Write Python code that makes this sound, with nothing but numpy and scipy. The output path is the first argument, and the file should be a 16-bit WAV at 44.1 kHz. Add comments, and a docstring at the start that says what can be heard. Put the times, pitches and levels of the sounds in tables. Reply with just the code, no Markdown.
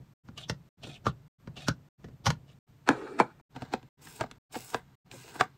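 """On a fridge door shelf, still booming from the first bottle, full plastic bottles slide into a clear bin.
They rub, squeak and knock, and the shelf booms under each of them.
Then an empty bin is set on a desk and pushed along, juddering; soft drink pouches rustle in and land in it.
Rubbing is filtered noise with tiny slips, squeaks are rough tones, blows are bursts in ringing walls.
One microphone hears it from close by, in short stretches with dead silence between them."""
import sys
import numpy as np
from scipy import signal
from scipy.fft import rfft, irfft
from scipy.io import wavfile

SR = 44100
rng = np.random.default_rng(int(sys.argv[2]) if len(sys.argv) > 2 else 0)


def wrap_up_sound(samples):
    """Save the sound to the file named by the first command line argument, as 16-bit audio."""
    columns = np.atleast_2d(samples).T
    # keep every value between -1 and 1, then stretch to whole-number steps
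    tamed = np.clip(columns, -1, 1)
    steps = np.round(tamed * 32767).astype(np.int16)
    wavfile.write(sys.argv[1], SR, steps)


N = 245637
TIME = np.arange(N) / SR
AGE = np.arange(2 ** 14) / SR  # time since a contact

# bottles touching bin and shelf: (time [s], thump level [dB], body level [dB], knock level [dB],
# click level [dB], wall ring [Hz], contact time [s])
BOTTLE_BLOWS = [(0.287, -49, -57.5, -60, -75.5, 810, 0.0038), (0.377, -66, -65, -64, -54.5, 810, 0.0082),
                (0.497, -36, -42.5, -40.5, -42, 1880, 0.0051), (0.836, -66, -52, -60, -57.5, 734, 0.011),
                (0.868, -55, -50, -58, -80, 726, 0.018), (1.057, -44, -48.5, -46.5, -60, 1400, .008),
                (1.0665, -31.5, -34.5, -35.5, -50, 1096, 0.0047),
                (1.474, -46.5, -53, -57.5, -69, 890, 0.0041), (1.565, -63.5, -55.5, -59.5, -57, 684, 0.03),
                (1.684, -30, -34.5, -32, -37, 1500, 0.0041), (2.043, -45.5, -52.5, -60, -68, 1760, 0.0071),
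                (2.084, -51.5, -64, -69.5, -78, 1750, 0.0091), (2.258, -36.5, -46, -41, -42.5, 1400, 0.013),
                (2.266, -27, -41.5, -29.5, -37.5, 915, 0.01),
                (2.3035, -36.5, -46.5, -37.5, -42, 960, 0.0038)]
# pouches touching the bin and each other: same columns as the bottles
POUCH_BLOWS = [(3.562, -45.5, -53, -48.5, -58.5, 770, 0.0047), (3.621, -40.5, -44, -46, -56.5, 740, 0.0043),
               (3.7367, -47.5, -34, -33.5, -45, 794, 0.0035),
               (3.829, -61.5, -64.5, -67.5, -71, 724, 0.0034),
               (4.071, -59.5, -64, -57.5, -61, 1690, 0.0073), (4.2095, -38.5, -38, -33.5, -46, 710, 0.0043),
               (4.2385, -58, -45.5, -43.5, -75, 720, .003), (4.313, -67, -60.5, -58.5, -56, 1310, 0.0031),
               (4.553, -56, -40.5, -42.5, -52.5, 730, .0087), (4.745, -48.5, -35, -33, -44, 830, 0.0031),
               (5.114, -59, -62, -65, -54.5, 686, 0.0034), (5.135, -73, -52, -61, -73, 756, 0.017),
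               (5.355, -68, -52.5, -50.5, -64, 920, 0.014), (5.4095, -41, -37, -24.5, -36.5, 1240, 0.0027)]
# modes of the desk that carries the weight: (frequency [Hz], level [dB], t60 [s])
DESK_MODES = [(128, 4, 0.09), (184, -2.5, 0.079), (250, 4, 0.08)]


def from_db(db):
    """Decibels to gain."""
    return 10 ** (np.asarray(db) / 20)


def rms_one(x):
    """Scale to unit power."""
    return x / np.sqrt(np.mean(x ** 2) + 1e-20)


def at_level(x, db):
    """Give a short sound the energy of 50 ms at this level."""
    return x * from_db(db) * np.sqrt(.05 * SR / np.sum(x ** 2))


def cut(x, hz, kind, order=4):
    """Butterworth low-, high- or band-pass."""
    return signal.sosfilt(signal.butter(order, hz, kind, fs=SR, output="sos"), x)


def colour(x, spectrum):
    """Causal (minimum-phase) filter with the given spectrum."""
    size = len(AGE)
    hz, db = np.transpose(spectrum)
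    bins = np.maximum(np.arange(size // 2 + 1) * SR / size, 1)
    gain = from_db(np.interp(np.log(bins), np.log(hz), db))
    cepstrum = irfft(np.log(gain))
    # folding the cepstrum forward leaves nothing ahead of the onset
    cepstrum[1:size // 2] *= 2
    cepstrum[size // 2 + 1:] = 0
    response = irfft(np.exp(rfft(cepstrum)))[:size // 4]
    return signal.oaconvolve(x, response)[:len(x)]


def resonate(x, wall):
    """Add narrow resonances on top of a sound."""
    out = x.copy()
    for hz, width, db in wall:
        r = np.exp(-np.pi * width / SR)
        feed = np.array([1, 0, -1]) * (1 - r * r) / 2
        feedback = [1, -2 * r * np.cos(2 * np.pi * hz / SR), r * r]
        out += from_db(db) * signal.lfilter(feed, feedback, x)
    return out


def dying_noise(t60):
    """A burst of noise of unit energy that dies away."""
    burst = rng.standard_normal(len(AGE)) * from_db(-60 * AGE / t60)
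    return burst / np.linalg.norm(burst)


def drift(rate):
    """Random wander of spread near 1, drawn anew this many times per second and joined by lines."""
    steps = rng.standard_normal(2000)
    return 1.2 * np.interp(TIME * rate, np.arange(len(steps)), steps)


def stroke(start, end, attack_s, release_s, sag_db=0):
    """Gain of one movement: rises 60 dB up to its start, sags until its end, then falls 60 dB per release."""
    early = np.maximum(start - TIME, 0)
    late = np.maximum(TIME - end, 0)
    progress = np.clip((TIME - start) / max(end - start, 1 / SR), 0, 1)
    level_db = -60 * (early / attack_s + late / release_s) - sag_db * progress
    return from_db(np.maximum(level_db, -200))


def swells(table, boom_db, attack_s, release_s):
    """Power of the booming that swells towards each contact and lingers after it."""
    power = 0
    for s, thump_db, *_ in table:
        # boom_db belongs to a thump of -40 dB; the boom follows a share of its strength
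        level_db = boom_db + 0.19 * (thump_db + 40)
        power = power + (from_db(level_db) * stroke(s, s + 0.029, attack_s, release_s)) ** 2
    return power


def background():
    """Shelf and desk boom under the hand and around each contact, over faint room air."""
    # boom of the support, then room air: (frequency [Hz], level per Hz [dB])
    boom_colour = [(15, -43.5), (25, -10), (75, -5), (98, -2.5), (138, 6.5), (192, -7.5), (284, -12),
                   (419, -19.5), (697, -25), (900, -29.5), (1170, -52), (1980, -120)]
    air_colour = [(160, 0), (490, -22), (1000, -17.5), (2400, -25), (5000, -31), (8400, -34),
                  (10000, -43.5), (11300, -43.5), (12700, -32), (15500, -40.5)]
    hand_db, air_db = -60, -68.5  # the hand holds on steadily
    opening_db, opening_t60_s = -43.5, .17  # the shelf is still ringing from the first bottle
    power = from_db(hand_db) ** 2 + from_db(opening_db - 60 * TIME / opening_t60_s) ** 2
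    power = power + swells(BOTTLE_BLOWS, boom_db=-49.5, attack_s=0.22, release_s=0.62)  # shelf
    power = power + swells(POUCH_BLOWS, boom_db=-54, attack_s=0.13, release_s=0.27)  # desk
    boom = np.sqrt(power) * rms_one(colour(rng.standard_normal(N), boom_colour))
    air = cut(colour(rng.standard_normal(N), air_colour), 220, "high", order=2)
    return boom + from_db(air_db) * rms_one(air)


def friction(spectrum, slips_per_s, slip_db, patchy_db, patches_per_s):
    """Fine hiss with tiny slips in it; its colour shifts as the contact patch moves; unit power."""
    slips = (rng.random(N) < slips_per_s / SR) * rng.standard_normal(N)
    hiss = colour(rng.standard_normal(N) + from_db(slip_db) * rms_one(slips), spectrum)
    # waves cross the thin wall by short paths; each contact point has its own, and so its own narrow peaks
    paths = [signal.oaconvolve(hiss, dying_noise(.025)[:600])[:N] for _ in range(4)]
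    nearness = np.array([from_db(10 * drift(14)) for _ in paths])
    rest = hiss + np.sum(paths * nearness, axis=0) / np.linalg.norm(nearness, axis=0)
    out = 0
    # peel off one band after another and let each wander in level
    for hz in np.geomspace(500, 12000, num=9):
        band = signal.sosfiltfilt(signal.butter(3, hz, fs=SR, output="sos"), rest)
        rest = rest - band
        out = out + band * from_db(patchy_db * drift(patches_per_s))
    return rms_one(out + rest)


def lead_ins(table, lead_in_db, lead_s, attack_s, release_s):
    """Gain of a short swell of noise that rises into each knock and dies after it, in step with its level."""
    return sum(from_db(knock_db + lead_in_db) * stroke(s - lead_s, s, attack_s, release_s)
               for s, _, _, knock_db, *_ in table)


def stick_slip(hz, cycles):
    """Rough chatter around a moving pitch that loses its beat every few cycles; unit power."""
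    turns = np.cumsum(hz) / SR
    grip = rng.standard_normal(20000) + 1j * rng.standard_normal(20000)
    grip = np.interp(turns / cycles, np.arange(len(grip)), grip)
    return rms_one(np.real(grip * np.exp(2j * np.pi * turns)))


def room(x, wet_db, t60, wall_hz):
    """Dull, dense reflections that follow the direct sound."""
    build_up = 1 - np.exp(-AGE / 0.0027)
    echoes = cut(dying_noise(t60) * build_up, wall_hz, "low", order=1)
    return x + from_db(wet_db) * signal.fftconvolve(x, echoes)[:len(x)]


def blows(table, spectrum, wall, support, chatter_db, ring_db, ring_q, click_top_hz, give_s, bend_s,
          wet_db, t60, wall_hz):
    """Each contact clicks, knocks in the plastic walls, flexes the whole body and sets the support thumping."""
    out = np.zeros(N + len(AGE))
    for s, thump_db, body_db, knock_db, click_db, ring_hz, contact_s in table:
        softness = contact_s / .004
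        # a first touch, then micro-bounces: the longer the contact, the more they take over
        force = from_db(chatter_db) * softness * dying_noise(np.log(1000) * contact_s)
        force[0] += 1
        shell = room(resonate(colour(force, spectrum), wall), wet_db, t60, wall_hz)
        ringing = resonate(shell, [(ring_hz, ring_hz / ring_q, ring_db)])
        knock = cut(ringing, [620, 2500], "band")
        click = cut(cut(shell, 2500, "high", order=6), click_top_hz, "low", order=2)
        # slow bending waves arrive after the click
        body = np.interp(AGE - bend_s, AGE, cut(shell, [220, 620], "band"), left=0)
        # the heavy support takes up the weight slowly
        sway = sum(from_db(db - 60 * AGE / decay) * np.sin(2 * np.pi * hz * AGE)
                   for hz, db, decay in support)
        uptake = 1 - np.exp(-(AGE / (give_s * softness)) ** 2)
        thump = cut(sway * uptake, 45, "high", order=2)
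        start = round(s * SR)
        low_parts = at_level(thump, thump_db) + at_level(body, body_db)
        high_parts = at_level(knock, knock_db) + at_level(click, click_db)
        out[start:start + len(AGE)] += low_parts + high_parts
    return out[:N]


def bottles():
    """Full bottles rub down the bin wall, squeak where they catch and land; a rush of noise swells into each knock."""
    # bottles sliding along the bin wall: (from [s], to [s], level at the start [dB])
    bottle_slides = [(0.379, .442, -48), (0.834, .965, -50), (1.076, 1.09, -42.5), (1.574, 1.674, -50),
                     (2.482, 2.531, -64)]
    # a bottle catching as it starts, stops or wedges into place: (time [s], level [dB], squeak [Hz])
    catches = [(.378, -43.5, 3030), (0.434, -46, 3350), (0.492, -42.5, 5620), (0.836, -44, 2933),
               (0.954, -49.5, 2740), (1.066, -28.5, 1217), (1.57, -47.5, 2955), (1.68, -29.5, 1486),
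               (2.263, -31.5, 5650)]
    # colours of blows and of rubbing: (frequency [Hz], level per Hz [dB])
    bottle_colour = [(120, -40), (200, -3), (387, -12.5), (647, -16.5), (933, -9), (1140, -10),
                     (1480, -14.5), (2470, -20.5), (2700, -19), (5840, -21.5), (10300, -38), (14600, -36.5),
                     (16000, -45)]
    rub_colour = [(240, -30.5), (400, -4), (777, -0.5), (1010, -17), (1200, -4), (1380, -13.5), (1760, -11),
                  (1930, -14), (2550, -5), (3310, -9.5), (3870, -8), (8500, -18), (10500, -29.5),
                  (14800, -32), (16000, -42)]
    # resonances when struck and when rubbed: (frequency [Hz], width [Hz], level over the colour [dB])
    bottle_wall = [(302, 17, -6.5), (543, 130, -0.5), (690, 160, -2), (1440, 120, 1), (1890, 24, -3),
                   (2960, 44, -4), (4090, 130, -2), (4660, 130, -2), (5530, 300, -8), (6370, 120, -3.5)]
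    rub_wall = [(710, 110, -1), (2560, 380, 2.5), (3440, 450, 4.5), (4400, 83, -4.5), (5270, 110, 3),
                (7360, 150, -0.5)]
    # modes of the hollow shelf that carries the weight: (frequency [Hz], level [dB], t60 [s])
    shelf_modes = [(68, -6, 0.13), (127, 2.5, .11), (157.5, 3.5, 0.11), (193.5, -0.5, 0.094)]

    pressure = sum(from_db(db) * stroke(start, end, attack_s=0.05, release_s=.08, sag_db=5)
                   for start, end, db in bottle_slides)
    rubbing = friction(rub_colour, slips_per_s=350, slip_db=-2.0, patchy_db=3, patches_per_s=60)
    rub = pressure * rms_one(resonate(rubbing, rub_wall))

    rush_noise = friction(bottle_colour, slips_per_s=500, slip_db=0.5, patchy_db=3.5, patches_per_s=64)
    swell = lead_ins(BOTTLE_BLOWS, lead_in_db=-10.5, lead_s=0.0082, attack_s=0.031, release_s=0.098)
    rush = swell * rms_one(cut(rush_noise, 820, "high", order=2))

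    squeaks = 0
    for s, db, hz in catches:
        catch = from_db(db) * stroke(s, s + 0.0049, attack_s=.025, release_s=.08)
        squeaks = squeaks + catch * stick_slip(np.full(N, hz), cycles=3.2)

    landings = blows(BOTTLE_BLOWS, bottle_colour, bottle_wall, shelf_modes, chatter_db=4.5, ring_db=1.5,
                     ring_q=7.2, click_top_hz=11900, give_s=0.0048, bend_s=0.00044,
                     wet_db=-8.5, t60=0.11, wall_hz=5000)
    return rub + rush + squeaks + landings


def empty_bin():
    """The light bin skids down, clacks, judders over the desk and drops flat."""
    # the empty bin meeting the desk: (time [s], thump level [dB], body level [dB], knock level [dB],
    # click level [dB], wall ring [Hz], contact time [s])
    bin_blows = [(2.876, -50.5, -46.5, -40.5, -51.5, 1000, .009),
                 (2.8895, -38.5, -27, -25.5, -35.5, 1630, .0027), (2.902, -42, -34, -34, -59.5, 715, .011),
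                 (3.2003, -46, -26, -23, -43, 1030, .005), (3.2075, -51.5, -33, -34.5, -51.5, 730, .0056),
                 (3.398, -58, -65.5, -70.5, -78.5, 730, .006)]
    # rate of the judder, following the speed of the push: (time [s], rate [Hz])
    judder_rate = [(2.905, 344), (2.94, 420), (3.1, 396), (3.22, 290.4)]
    # colours of blows and of dragging: (frequency [Hz], level per Hz [dB])
    bin_colour = [(88, -55.5), (150, -7.5), (341, -12.5), (545, -17.5), (998, -10), (1120, -16.5),
                  (1600, -11.5), (1940, -19), (2400, -21), (2920, -32), (4320, -33.5), (7470, -40.5),
                  (16000, -61.5)]
    drag_colour = [(100, -27), (230, -9.5), (400, -7), (620, -10), (900, -12.5), (1500, -14), (2200, -19.5),
                   (3100, -29.5), (4300, -27), (5200, -34), (8400, -34), (10300, -46), (16000, -58)]
    # resonances of the bin wall: (frequency [Hz], width [Hz], level over the colour [dB])
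    bin_wall = [(354.7, 40, -7.5), (485, 40, -3.5), (662, 18, -4), (860, 72, -0.5), (975, 45, -8),
                (1270, 110, -5.5), (1480, 34, -4), (1710, 75, -5.5), (2150, 48, -7), (2344, 70, 3),
                (4330, 120, -4)]
    push_from_s, push_to_s = 2.903, 3.201  # between its two landings
    scrape_db, judder_db, bite_db = -41.5, -43, -20.5

    push = from_db(scrape_db) * stroke(push_from_s, push_to_s, attack_s=.04, release_s=0.59, sag_db=10)
    push = push + lead_ins(bin_blows, lead_in_db=-5.5, lead_s=0.0091, attack_s=0.021, release_s=0.082)
    dragging = friction(drag_colour, slips_per_s=820, slip_db=-5.5, patchy_db=2.5, patches_per_s=64)
    scrape = push * rms_one(resonate(dragging, bin_wall))

    grip = from_db(judder_db) * stroke(push_from_s, push_to_s, attack_s=.04, release_s=.3, sag_db=1.5)
    # it judders hardest as it first bites
    grip = grip + from_db(bite_db) * stroke(push_from_s, push_from_s, attack_s=0.03, release_s=0.062)
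    rate_s, rate_hz = np.transpose(judder_rate)
    judder = grip * stick_slip(np.interp(TIME, rate_s, rate_hz), cycles=1.5)

    clacks = blows(bin_blows, bin_colour, bin_wall, DESK_MODES, chatter_db=-4.5, ring_db=4.5,
                   ring_q=6.0, click_top_hz=12000, give_s=0.026, bend_s=.0012,
                   wet_db=-10.0, t60=0.15, wall_hz=3000)
    return scrape + judder + clacks


def pouches():
    """Foil pouches hiss past each other, rub on the bin and tap its floor, which their soft weight damps."""
    # pouches sliding into the bin; the first has no other foil to brush: (from [s], to [s],
    # rub level [dB], foil hiss level [dB], lift of the hiss's top [dB], fading of the hiss [dB])
    pouch_slides = [(3.56, 3.723, -59.5, -84, -4, 6), (4.021, 4.18, -60.5, -55, 1.7, -1),
                    (4.528, 4.758, -59.5, -48.5, 1.5, 7), (5.117, 5.414, -59.5, -54, -2.5, 2.5),
                    (5.289, 5.293, -56, -67, -12, 3)]
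    # colours of taps, of sliding and of foil hiss: (frequency [Hz], level per Hz [dB])
    pouch_colour = [(88, -61.5), (150, 11.5), (264, 7), (555, 3), (888, -3), (1080, -6.5), (1340, -1.5),
                    (1600, -4), (1940, -9.5), (2180, -14), (7920, -36), (14800, -49.5), (16000, -66)]
    slide_colour = [(100, -17), (250, 8.5), (400, 4.5), (560, -4.5), (750, 1), (1100, -3), (1700, -1),
                    (2600, -9.5), (4000, -10.5), (8000, -23), (10500, -37), (16000, -25)]
    hiss_colour = [(1000, -30.5), (2500, 3.5), (5000, -1), (7000, 2.5), (8600, 2), (10000, -6.5),
                   (12000, -4), (14000, -10), (15600, -1)]
    # resonances of the loaded bin wall: (frequency [Hz], width [Hz], level over the colour [dB])
    loaded_wall = [(246, 30, -5), (444, 180, -6), (748, 33, 0.5), (926, 64, -4), (1610, 39, -7.5),
                   (2010, 320, -11), (2610, 46, -9), (3625, 59, -16), (7700, 980, -3)]

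    gain = from_db(-72) * (TIME > 3.52)  # fingers keep rubbing faintly on the pouches
    gain = gain + lead_ins(POUCH_BLOWS, lead_in_db=-7.5, lead_s=0.0086, attack_s=0.031, release_s=0.11)
    foil = friction(hiss_colour, slips_per_s=240, slip_db=-3.5, patchy_db=2.5, patches_per_s=45)
    low = cut(foil, 7000, "low", order=3)
    top = cut(foil, 7000, "high", order=3)
    hiss = 0
    for start, end, rub_db, hiss_db, top_db, fade_db in pouch_slides:
        gain = gain + from_db(rub_db) * stroke(start, end, attack_s=0.08, release_s=0.19)
        brush = from_db(hiss_db) * stroke(start, end, attack_s=.035, release_s=0.14, sag_db=fade_db)
        hiss = hiss + brush * (low + from_db(top_db) * top)
    sliding = friction(slide_colour, slips_per_s=300, slip_db=-2.5, patchy_db=2.0, patches_per_s=28)
    slide = gain * rms_one(resonate(sliding, loaded_wall))

    taps = blows(POUCH_BLOWS, pouch_colour, loaded_wall, DESK_MODES, chatter_db=6.5, ring_db=6,
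                 ring_q=2.4, click_top_hz=12000, give_s=0.0022, bend_s=0.00093,
                 wet_db=-10.5, t60=0.13, wall_hz=3020)
    return slide + hiss + taps


def scene():
    """All the handling, close to one microphone."""
    return (background() + bottles() + empty_bin() + pouches())[None]


def record(dry):
    """Each stretch fades in and stops dead; the top is cut above 15.6 kHz."""
    # stretches that are heard: (from [s], to [s])
    stretches = [(-.1, .138), (.235, .691), (.77, 1.282), (1.383, 1.889), (1.978, 2.59), (2.667, 3.414),
                 (3.493, 3.89), (3.972, 4.385), (4.495, 4.955), (5.046, 5.7)]
    heard = 0
    for start, end in stretches:
        fade_in = np.clip((TIME - start) / .02, 0, 1)
        stop = np.clip((end - TIME) / .002, 0, 1)
        heard = heard + fade_in * stop
    top_cut = signal.ellip(10, .1, 80, 15600, fs=SR, output="sos")
    return signal.sosfilt(top_cut, dry * heard)


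dry = scene()
out = record(dry)
wrap_up_sound(out)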